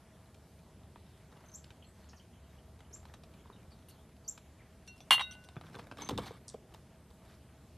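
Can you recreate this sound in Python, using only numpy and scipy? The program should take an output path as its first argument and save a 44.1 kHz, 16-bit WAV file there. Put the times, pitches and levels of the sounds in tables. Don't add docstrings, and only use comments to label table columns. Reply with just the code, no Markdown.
import sys
import numpy as np
from scipy import signal
from scipy.fft import rfft, irfft, next_fast_len
from scipy.io import wavfile
from scipy.ndimage import uniform_filter1d, map_coordinates

SR = 44100
rng = np.random.default_rng(int(sys.argv[2]) if len(sys.argv) > 2 else 0)


def generate_wav(sig):
    pcm = np.round(np.clip(np.atleast_2d(sig).T, -1, 1) * 32767).astype(np.int16)
    wavfile.write(sys.argv[1], SR, pcm)


N = 342921
T = np.arange(int(.7 * SR)) / SR

# (frequency [Hz], gain [dB])
STEP_COLOUR = [(59, -32), (100, 2), (240, -2.5), (433, -9.5), (766, -5.5), (1380, -10.5), (2000, -15.5),
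               (3460, -14.5), (4700, -23), (10800, -34), (13000, -41)]
# (frequency [Hz], decay by 60 dB [s])
YARD_DECAY = [(2500, 0.14), (7000, 0.22), (13000, 0.3)]
# (time [s], length [s], relative level [dB])
SCUFF_STROKES = [(5.984, 0.061, -47.5), (6.03, 0.065, -54), (6.106, 0.075, -58), (6.184, 0.056, -55),
                 (6.222, 0.082, -50.5), (6.284, 0.11, -58.5)]
# (frequency [Hz], gain [dB])
FUR_COLOUR = [(120, -18), (200, -1), (471, -10), (1150, -1), (1520, -5.5), (2840, -12), (3570, -5.5),
              (6460, -25), (7830, -18), (13000, -25)]


def amp(db):
    return 10 ** (np.asarray(db) / 20)


def unit(x):
    return x / np.sqrt(np.mean(x ** 2) + 1e-20)


def along(points, hz):
    f, v = np.transpose(points)
    return np.interp(np.log(hz + 1), np.log(f + 1), v)


def add(track, s, sound):
    part = track[round(s * SR):][:len(sound)]
    part += sound[:len(part)]


def fade(t60):
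    return np.exp(-np.log(1000) * T / max(t60, 1e-3))


def filtered(x, response):
    m = next_fast_len(N + SR // 4)
    spectrum = rfft(x, m) * response(np.fft.rfftfreq(m, 1 / SR))
    return irfft(spectrum, m)[..., :N]


def noise(response):
    return unit(filtered(rng.standard_normal(N), response))


def wobble(rate):
    knots = rng.standard_normal(int(N * rate / SR) + 4)
    return map_coordinates(knots, [np.arange(N) * rate / SR])


def patchy(x, db, bins, frames):
    z = signal.stft(x, nperseg=256)[2]
    field = uniform_filter1d(rng.standard_normal(z.shape), size=bins, axis=0)
    field = unit(uniform_filter1d(field, size=frames, axis=1))
    return unit(signal.istft(z * amp(db * field), nperseg=256)[1][:N])


def rub(response, catch_db, size=260, patchy_db=3):
    catches = amp(catch_db * unit(uniform_filter1d(rng.standard_normal(N), size=size)))
    return unit(catches * patchy(noise(response), patchy_db, 5, 4))


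def strokes(rows):
    level = np.zeros(N)
    for s, length, db in rows:
        add(level, s, amp(db) * np.sin(np.pi * T[T < length] / length))
    return level


def ring(modes, hold=0):
    free = np.maximum(T - hold, 0)
    return sum(amp(db - 60 * free / t60) * np.sin(2 * np.pi * hz * T) for hz, db, t60 in modes)


def causal(gain):
    cepstrum = irfft(np.log(np.maximum(gain, 1e-6)))
    half = len(cepstrum) // 2
    cepstrum[1:half] *= 2
    cepstrum[half + 1:] = 0
    return np.exp(rfft(cepstrum))


def contacts(rows, colour, grit, thud_hz, snap_hz, ripple_db=4.0, ripple_hz=300, size=8192,
             grain_db=4, grain_hz=900):
    track, hz = np.zeros(N), np.fft.rfftfreq(size, 1 / SR)
    low = 1 / (1 + (hz / thud_hz) ** 6)
    high = 1 - 1 / (1 + (hz / snap_hz) ** 6)
    weights = (low, (1 - low) * (1 - high), high)
    bands = np.array([causal(amp(along(colour, hz)) * weight) for weight in weights])
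    for s, db, thud_db, snap_db, t60 in rows:
        knots = rng.standard_normal(size)
        grains = unit(amp(grain_db * np.interp(T[:size] * grain_hz, np.arange(size), knots)))
        force = grit * grains * rng.standard_normal(size) * fade(t60)[:size]
        force[0] += 1
        ripple = map_coordinates(rng.standard_normal(size), [hz / ripple_hz], order=1)
        parts = irfft(rfft(force) * causal(amp(ripple_db * ripple)) * bands)
        parts /= np.abs(parts).max(axis=1, keepdims=True)
        add(track, s, amp(db + np.array([thud_db, 0, snap_db])) @ parts)
    return track


def taps(rows, thud_db, t60, cushion):
    return [(s, db, thud_db - cushion * hard_db, hard_db, t60) for s, db, hard_db in rows]


def porch(x, wet_db, width, decay=None):
    # (frequency [Hz], decay by 60 dB [s])
    porch_decay = [(150, 1), (1000, 0.2), (7000, 0.18), (13000, 0.067)]
    if decay is None:
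        decay = porch_decay
    hz, t, z = signal.stft(rng.standard_normal((2, SR // 2)), SR, nperseg=256)
    dying = amp(-60 * t / along(decay, hz)[:, None])
    mid, side = signal.istft(z * dying, SR, nperseg=256)[1]
    tails = np.array([mid + width * side, mid - width * side]) / np.linalg.norm(mid)
    return x + amp(wet_db) * signal.fftconvolve(x[None], tails, axes=1)[:, :N]


def spread(pair):
    # (frequency [Hz], phase turn [dB re 1 radian])
    port_phase = [(3000, -63), (4300, -20.5), (7200, -10), (12000, -10.5)]
    return filtered(pair, lambda hz: np.exp(1j * np.outer([1, -1], amp(along(port_phase, hz)))))


def outdoors(split_hz=550, rumble_db=-58.5, hiss_db=-67, side_db=-15, wander_db=1.5):
    # (frequency [Hz], gain [dB])
    air_colour = [(15, -56), (25, -19.5), (37, -16.5), (59, -5), (75, -1), (97, -4.5), (202, -7.5),
                  (271, -14), (593, -19), (636, -14), (694, -17), (1600, -28.5), (2080, -60), (3520, -120)]
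    hiss_colour = [(210, -35), (350, -6), (389, -2), (594, -9.5), (641, 1), (691, -10.5), (780, -8),
                   (1540, -15), (2660, -19), (2910, -18.5), (5740, -25), (10700, -25.5), (13000, -29)]
    side_colour = [(3300, -37.5), (4400, 6.0), (7800, 4.5), (9500, -17.0), (13000, -10.0)]
    # (frequency [Hz], half width [Hz], level [dB]); the first row also swells
    machinery = [(73, 8.6, -68.5), (635, 29, -81.5)]
    # (time [s], half length [s], rise [dB])
    drone_swell = (2.9, 0.77, 7)

    def low(hz):
        return 1 / np.sqrt(1 + (hz / split_hz) ** 6)

    rumble = noise(lambda hz: amp(along(air_colour, hz)) * low(hz))
    rumble = amp(rumble_db + wander_db * wobble(1.5)) * rumble
    hiss = noise(lambda hz: amp(along(hiss_colour, hz)) * np.sqrt(1 - low(hz) ** 2))
    hiss = patchy(hiss, 1.5, 6, 30)
    side = amp(side_db) * noise(lambda hz: amp(along(side_colour, hz)))
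    hum, whine = [amp(db) * noise(lambda f: 1 / (1 + ((f - hz) / width) ** 2)) for hz, width, db in machinery]
    peak_s, half_s, swell_db = drone_swell
    swell = amp(swell_db * np.exp(-((np.arange(N) / SR - peak_s) / half_s) ** 2))
    waver_db = .5 * wobble(8)
    return rumble + swell * hum + whine + amp(hiss_db + waver_db) * np.array([hiss + side, hiss - side])


def duck():
    hard = amp(1.5) * (pecks() + footsteps())
    return porch(hard + nibbles() + sifting() + rocking() + feathers(), wet_db=-11.0, width=0.024)


def nibbles(count=36, soft_db=-63, spread_db=2):
    times = rng.uniform(0, 4.5, count)
    rows = [(s, soft_db + spread_db * z, -8, 1, .03) for s, z in zip(times, rng.standard_normal(count))]
    return contacts(rows, STEP_COLOUR, grit=0.18, thud_hz=490, snap_hz=2640)


def sifting():
    # (time [s], length [s], level [dB])
    sifts = [(.1, 0.38, -94), (1.268, 0.18, -64), (1.415, 0.084, -63.5), (2.877, 0.28, -68),
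             (5.596, 0.34, -59.5), (6.663, 0.14, -66.5), (7.2, 0.18, -63)]
    colour = [(300, 3.0), (1200, 0.5), (2200, -9.5), (3300, -14.5), (6000, -19.5), (13000, -26.0)]
    return strokes(sifts) * rub(lambda hz: amp(along(colour, hz)), catch_db=6.5)


def pecks():
    # (time [s], relative level [dB], hardness [dB])
    bill_taps = [(.345, -66.5, 12), (.959, -47, -16), (1.438, -55.5, -20), (1.642, -61, 12.5),
                 (1.705, -50, 0), (2.132, -49.5, -12), (2.805, -53, -3), (3.054, -48.5, -1.5),
                 (3.098, -53, -26), (3.139, -46, -1.5), (3.236, -55.5, 5), (3.338, -61.5, 3),
                 (3.885, -67, 8), (4.377, -49, 0), (4.876, -59.5, 12), (5.005, -50.5, 5.5)]
    rows = taps(bill_taps, thud_db=-10.5, t60=.03, cushion=.17)
    return contacts(rows, STEP_COLOUR, grit=0.2, thud_hz=477, snap_hz=2450)


def cat_at_flap():
    close = tag() + brushing() + scrape() + knocking() + door()
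    return porch(close, wet_db=-18.5, width=0.0038)


def tag():
    # (time [s], relative level [dB], share of its free ring time)
    clinks = [(1.461, -56, .4), (1.486, -51, 0.6), (1.518, -48, .3), (1.529, -52, .4), (6.0195, -35.5, .7),
              (6.047, -38, 0.83), (6.061, -48, .5), (6.076, -44, .2)]
    # (frequency [Hz], relative level [dB], free decay by 60 dB [s])
    tag_modes = [(6240, -5.5, 0.14), (6210, -22, 0.047)]
    track = np.zeros(N)
    for s, db, free in clinks:
        add(track, s, amp(db) * ring([(hz, level, t60 * free) for hz, level, t60 in tag_modes]))
    return track


def birds():
    return chips() + far_birds() + ticks()


def chips(start_hz=5050, ceiling_hz=8050, bend=.5, rasp_hz=100, lobes=3,
          overtone_db=-15, lobe_depth=0.26, body_db=-3.0, rise=0.78):
    # (time [s], length [s], relative level [dB], echo [dB])
    calls = [(1.536, 0.028, -44, -1.5), (2.925, 0.032, -46, -3.5), (4.276, 0.0255, -32, -8.5)]
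    near = np.zeros((2, N))
    for s, length, db, echo_db in calls:
        u, call, direct = T[T < length] / length, np.zeros(N), np.zeros(N)
        pitch = ceiling_hz - (ceiling_hz - start_hz) * np.exp(-u / bend)
        pitch += rasp_hz * wobble(700)[:len(u)]
        phase = 2 * np.pi * np.cumsum(pitch) / SR
        edges = np.minimum(10 * np.minimum(u, 1 - u), 1)
        sweep = amp(db + body_db) * edges * (np.sin(phase) + amp(overtone_db) * np.sin(2 * phase))
        pulses = 1 - lobe_depth * np.cos(2 * np.pi * lobes * u)
        add(call, s, sweep)
        add(direct, s, sweep * np.minimum(2 * u, 1) ** rise * pulses)
        echo = porch(call, wet_db=echo_db, width=0.021, decay=YARD_DECAY) - call
        near += direct + echo
    return near


def far_birds(count=10, faint_db=-63, faint_fall=0.13, faint_hz=3100, faint_s=0.016):
    # (time [s], length [s], middle pitch [Hz], relative level [dB], fall as a share of the pitch)
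    far_calls = [(1.823, 0.0079, 2940, -46.5, 0.43), (1.84, .019, 4150, -55, 0.051),
                 (1.855, 0.045, 8260, -60.5, -0.27), (2.088, 0.012, 5570, -48, 0.77),
                 (2.155, .035, 5430, -56, 0.65), (2.195, 0.009, 3040, -51, 0.27),
                 (2.33, .012, 3050, -59, 0.19), (2.44, .014, 2990, -61, .1),
                 (2.58, 0.013, 3000, -56, -0.14), (2.846, 0.011, 2970, -55.5, .15),
                 (3.525, 0.0092, 3830, -50.5, 0.11), (3.56, 0.011, 2840, -55.5, 0.26),
                 (3.652, .01, 3500, -63, 0.23), (3.705, 0.026, 4480, -55, 0.33),
                 (3.905, 0.011, 4290, -53, 0.29), (3.99, 0.026, 3590, -59, -0.13),
                 (4.246, 0.0039, 4680, -49, .1), (4.585, 0.036, 2110, -52.5, 0.34),
                 (5.826, 0.014, 2290, -57, 0.023)]
    faint = [(2 + 2 * when, faint_s, faint_hz * 1.4 ** (pitch - .5), faint_db, faint_fall)
             for when, pitch in rng.random((count, 2))]
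    return porch(amp(-11.0) * slurs(far_calls + faint), wet_db=5.0, width=0.017, decay=YARD_DECAY)


def slurs(rows, quaver=0.039):
    track = np.zeros(N)
    for s, length, hz, db, fall in rows:
        u = T[T < length] / length
        flutter = np.interp(u, np.linspace(0, 1, 12), rng.standard_normal(12))
        pitch = hz * (1 + fall * (.5 - u) + quaver * flutter)
        add(track, s, amp(db) * np.sin(np.pi * u) * np.sin(2 * np.pi * np.cumsum(pitch) / SR))
    return track


def rocking():
    # (time [s], relative level [dB])
    rocks = [(3.458, -53), (3.501, -47), (5.769, -47)]
    # (frequency [Hz], relative level [dB], decay by 60 dB [s])
    rock_modes = [(964, 2.5, 0.014), (1060, -2.5, 0.027), (423, -2, 0.029)]
    track = np.zeros(N)
    for s, db in rocks:
        add(track, s, amp(db) * ring(rock_modes))
    return track


def bowl():
    steel = porch(clangs() + rolling(), wet_db=-37.5, width=0.055)
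    return steel + porch(amp(-0.5) * (skids() + chatter()), wet_db=-24.0, width=0.028)


def skids():
    # (time [s], length [s], relative level [dB])
    skid_strokes = [(3.882, .035, -59), (4.866, .03, -57.5), (4.96, 0.043, -64.5), (5.0, 0.033, -71),
                    (5.305, 0.051, -61.5), (5.435, 0.024, -66)]
    # (frequency [Hz], gain [dB])
    skid_colour = [(1500, -7), (3500, 0), (5500, -0.5), (7500, -4), (9000, -1.5), (12000, -4.5),
                   (13000, -10)]
    friction = rub(lambda hz: amp(along(skid_colour, hz)), catch_db=4.5, size=120, patchy_db=4)
    return strokes(skid_strokes) * friction


def clangs(attack=0.0007, centre_hz=2800, linger_db=-17, linger=3.25):
    # (time [s], relative level [dB], tilt [dB per octave], time the skidding rim keeps it going [s])
    blows = [(3.885, -70, 17, .002), (5.1068, -21, 1.5, 0.024)]
    # (frequency [Hz], relative level [dB], main decay by 60 dB [s],
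    # fall in pitch when lifted off the step [Hz], change in level when lifted [dB])
    bowl_modes = [(2822, 1.5, .18, 56, 0), (4273, -12, .15, 34, -7), (3783, -22, .16, 0, 11),
                  (2036, -17, .07, -20, -4), (832, -24, .15, 0, 0), (1012, -20, .15, 20, 0),
                  (1064, -22, .2, 0, 0), (1378, -25, .09, 0, 0), (1604, -23, .08, 0, 0),
                  (1730, -21, .11, 0, 0), (2460, -22, .1, 0, 0), (3023, -15, .07, 0, 0),
                  (3128, -16, .07, 0, 0), (3395, -16, .11, 0, 0), (3702, -18, .08, 0, 0),
                  (4380, -22, .09, 0, 0), (5012, -33, .11, 0, 0), (5938, -30, .1, 80, 3),
                  (8393, -34, .13, 0, 0), (8895, -22, .1, 0, 0), (9030, -26, .12, 0, 0),
                  (10320, -25, .1, 0, 0), (11920, -26, .11, 0, 0)]
    # (time [s], share lifted off the step)
    lift = [(5.14, 0.056), (5.195, 0.9), (5.25, 0.99), (5.32, 0.66)]
    steel = np.zeros(N)
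    for s, db, tilt_db, hold in blows:
        free = np.maximum(T - hold, 0)
        lifted = np.interp(s + T, *np.transpose(lift))
        for hz, level, t60, fall_hz, lift_db in bowl_modes:
            decay = amp(-60 * free / t60) + amp(linger_db - 60 * free / (linger * t60))
            tone = amp(lift_db * lifted) * singing(hz - fall_hz * lifted)
            gain = amp(db + level + tilt_db * np.log2(hz / centre_hz))
            add(steel, s, gain * (1 - np.exp(-T / attack)) * decay * tone)
    return steel


def singing(hz):
    # (catches per second [1/s], level swing [dB], phase swing [radians])
    grind = (110, 0.78, .16)
    rate, swing_db, swing = grind
    knots = rng.standard_normal((2, len(T)))
    level, phase = [np.interp(T * rate, np.arange(len(T)), k) for k in knots]
    turns = np.cumsum(hz * np.ones(len(T))) / SR
    return amp(swing_db * level) * np.sin(2 * np.pi * turns + swing * phase)


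def rolling(tip_s=4.877, roll_s=5.1951, swell_cycles=167, fade_cycles=710, fade_power=1.62,
            centre_hz=3800, ping_hz=5900, ping_attack=0.001, tip_attack=0.0047):
    # (frequency [Hz], level as it rolls [dB], level as the foot first tips it [dB])
    free_modes = [(1487, -55.5, -72), (2058, -60, -73), (2740, -53, -48.5), (3790, -38.5, -66),
                  (4237, -56, -53), (5840, -54, -48), (7500, -69, -56), (8500, -56, -66), (8861, -62, -58)]
    # (time [s], relative level [dB], tilt [dB per octave])
    pings = [(5.008, -59.5, -18), (5.018, -58.5, -16), (5.311, -46, -2), (5.451, -63, 2), (5.567, -76, -40),
             (5.753, -73, -37)]
    # (frequency [Hz], relative level [dB], decay by 60 dB [s])
    ping_modes = [(3460, -12, 0.085), (5940, 2.5, 0.066), (8600, -11.5, 0.13)]
    steel = np.zeros(N)
    for hz, db, tip_db in free_modes:
        rise = swell_cycles / hz
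        t60 = fade_cycles / centre_hz * (centre_hz / hz) ** fade_power
        swell = np.sin(np.pi / 2 * np.minimum(T / rise, 1)) * amp(-60 * np.maximum(T - rise, 0) / t60)
        add(steel, roll_s, amp(db) * swell * singing(hz))
        add(steel, tip_s, amp(tip_db) * (1 - np.exp(-T / tip_attack)) * fade(t60) * singing(hz))
    for s, db, tilt_db in pings:
        modes = [(hz, level + tilt_db * np.log2(hz / ping_hz), t60) for hz, level, t60 in ping_modes]
        add(steel, s, amp(db) * (1 - np.exp(-T / ping_attack)) * ring(modes))
    return steel


def chatter():
    # (frequency [Hz], gain [dB])
    rim_colour = [(88, -58), (150, -27.5), (311, -35.5), (1030, -12.5), (1870, -23), (2050, -9.5),
                  (2560, -26.5), (2870, -8.5), (3120, -6.5), (3550, -16), (4010, -18.5), (4400, -18),
                  (5020, -28.5), (8310, -23), (8780, -22), (12300, -30), (13000, -70)]
    clatter = contacts(skips(), rim_colour, grit=0.15, thud_hz=590, snap_hz=2498)
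    tipped = np.interp(np.arange(N) / SR, [5.16, 5.18], [0, 1])
    treble = filtered(clatter, lambda hz: np.clip((hz - 4200) / 1500, 0, 1))
    return clatter - 0.69 * tipped * treble


def skips(count=2, skip_s=.0068, scatter_s=.0015, skip_db=-13, bright_db=6.5, thud_db=-24,
          blow_t60=0.021, skip_t60=.055):
    # (time [s], relative level [dB], snap [dB], loss per skip [dB])
    landings = [(5.108, -9, -6, 4), (5.1145, -20, -3.5, 3), (5.1201, -16.5, -4.5, -1.5),
                (5.129, -22.5, -3, -3.5), (5.138, -26, 0, 3), (5.145, -30, -13.5, 4), (5.166, -35, -12, 1),
                (5.1803, -24.5, -26, 4), (5.1952, -24, -4, 10), (5.2008, -32.5, 3, 6),
                (5.205, -26.5, -16, 9), (5.2097, -28, 0.5, 3), (5.2135, -28.5, -4, 13), (5.218, -40, 4, 8),
                (5.311, -51, 10, 1), (5.352, -50, -1, 6)]
    rows = []
    for s, db, snap_db, loss_db in landings:
        rows.append((s, db, thud_db, snap_db, blow_t60))
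        for k, z in enumerate(rng.standard_normal(count), 1):
            late = k * skip_s + scatter_s * z
            rows.append((s + late, db + skip_db - k * loss_db, thud_db, snap_db + bright_db, skip_t60))
    return rows


def footsteps(web_s=0.0079, boom_s=5.571):
    # (time [s], relative level [dB], hardness [dB], slap of the web relative to the foot [dB])
    feet = [(5.488, -48.5, 1, -16), (5.558, -52, -6, -17), (5.566, -39, -25, -16), (5.612, -43.5, -4, -22),
            (5.637, -52, -12, -3), (5.667, -52, -4, -11), (5.699, -56, -3, -12), (5.744, -46.5, -6, 4),
            (5.7878, -42.5, -11, 0), (5.7924, -41.5, -7, -15), (5.9137, -37.5, -11.5, -3.5),
            (5.972, -46, -3.5, -5)]
    # (frequency [Hz], level [dB], decay by 60 dB [s])
    foot_thud = (160, -38.5, 0.07)
    falls = [(s + late, db + softer, hard_db) for s, db, hard_db, web_db in feet
             for late, softer in [(0, 0), (web_s, web_db)]]
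    rows = taps(falls, thud_db=-12, t60=0.022, cushion=0.43)
    track = contacts(rows, STEP_COLOUR, grit=0.25, thud_hz=470, snap_hz=2330)
    add(track, boom_s, amp(-1.5) * ring([foot_thud]))
    return track


def feathers():
    # (time [s], length [s], level [dB])
    rustles = [(5.625, .1, -69.5), (5.722, 0.047, -64), (5.775, 0.051, -62), (6.215, 0.098, -55.5),
               (7.25, 0.13, -66)]
    # (frequency [Hz], gain [dB])
    plumage = [(500, -9), (1200, 4), (3500, 0), (5800, -4), (8000, -15), (13000, -14)]
    return strokes(rustles) * rub(lambda hz: amp(along(plumage, hz)), catch_db=3)


def knocking():
    # (frequency [Hz], gain [dB])
    plastic = [(59, -21), (100, -16), (212, -4), (408, -3), (600, -5.5), (866, -4.5), (999, -2),
               (1660, -17), (2600, -15), (3460, -7.5), (4990, -18.5), (5530, -17.5), (7350, -24),
               (8830, -21), (10800, -34), (13000, -25)]
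    return contacts(rattles(), plastic, grit=0.22, thud_hz=570, snap_hz=2620)


def rattles(snap_db=-7, dull=0.12, firm_db=-30, loosen=0.19, tick_db=-6, tick_snap_db=6, tick_thud_db=-5,
            rebound_s=.011, rebound_db=-11, t60=0.025, tick_t60=0.035, rebound_t60=0.096):
    # (time [s], relative level [dB], thud [dB], lead of the tick as the loose flap takes up its play [s])
    knocks = [(5.987, -41.5, -5, 0.0025), (6.022, -39, -7, 0.0022), (6.0941, -27.5, -8, 0.0048),
              (6.1093, -38.5, 7, 0.00089), (6.1844, -28.5, 1.5, .0072), (6.194, -40, -4, 0.0025),
              (6.238, -46, -18, 0.0046), (6.308, -49.5, 13, 0.0018), (6.5436, -49.5, 15, 0.0039),
              (6.746, -44, -10, 0.0058), (7.11, -53.5, -4, 0.007)]
    rows = []
    for s, db, thud_db, play_s in knocks:
        rattle_db = db + loosen * (db - firm_db)
        hard_db = snap_db - dull * thud_db
        rows.append((s - play_s, rattle_db + tick_db, tick_thud_db, tick_snap_db, tick_t60))
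        rows.append((s, db, thud_db, hard_db, t60))
        rows.append((s + rebound_s, rattle_db + rebound_db, thud_db, hard_db, rebound_t60))
    return rows


def brushing():
    friction = rub(lambda hz: amp(along(FUR_COLOUR, hz)) * frame(hz), catch_db=-1.5, size=200)
    return amp(-1.0) * strokes(SCUFF_STROKES) * friction


def frame(hz, ring_db=7):
    # (frequency [Hz], width [Hz], relative level [dB])
    resonances = [(765, 38, 4), (1210, 250, -9), (1700, 63, -10), (2236, 43, 3), (3200, 40, -14),
                  (3500, 110, -14)]
    peaks = sum(amp(db) / (1 + (2 * (hz - centre) / width) ** 2) for centre, width, db in resonances)
    return 1 + amp(ring_db) * peaks


def scrape(count=60, slip_db=2, spread_db=2):
    level = strokes(SCUFF_STROKES)
    start, end = SCUFF_STROKES[0][0], SCUFF_STROKES[-1][0] + SCUFF_STROKES[-1][1]
    rows = []
    for k, (late, size, hard) in enumerate(rng.standard_normal((count, 3))):
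        s = start + (end - start) * (k + .5 * late) / count
        rub_db = 20 * np.log10(level[round(s * SR)] + 1e-6)
        rows.append((s, rub_db + slip_db + spread_db * size, -4, -4 + 4 * hard, .012))
    return contacts(rows, FUR_COLOUR, grit=0.087, thud_hz=500, snap_hz=2400, ripple_db=4)


def door(lag_cycles=1.2):
    # (time [s], relative level [dB], pitch ratio)
    thumps = [(6.026, -45, 1.1), (6.111, -29, 0.94), (6.141, -33.5, .72), (6.183, -34.5, 1.03)]
    # (frequency [Hz], relative level [dB], decay by 60 dB [s])
    door_modes = [(93.8, -3, 0.21), (126.7, 0, 0.21), (170.3, -3.5, 0.15), (229.3, -4.5, 0.16),
                  (281.6, 1, 0.12), (407, -7, 0.18), (507, -10, .11), (620, -19, .11), (1030, -23, 0.06)]
    track = np.zeros(N)
    for s, db, ratio in thumps:
        for hz, level, t60 in door_modes:
            rise = lag_cycles / (hz * ratio)
            boom = ring([(hz * ratio, level, t60 / ratio ** 2)], hold=rise)
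            add(track, s, amp(db - 6.0) * (1 - np.exp(-T / rise)) * boom)
    return track


def ticks(start_s=6.48, gap_s=0.0082, hz=6740, first_db=-41.5, loss_db=2, length=0.0052, fall=.99):
    rows = [(start_s + k * gap_s, length, hz, first_db - k * loss_db, fall) for k in range(3)]
    return porch(slurs(rows, quaver=0.143), wet_db=-6.0, width=0.032)


def scene():
    return outdoors() + spread(duck() + cat_at_flap() + bowl()) + birds()


def record(dry, top_hz=13250):
    return filtered(dry, lambda hz: np.clip((top_hz - hz) / 200 + .5, 0, 1))


dry = scene()
out = record(dry)
generate_wav(out)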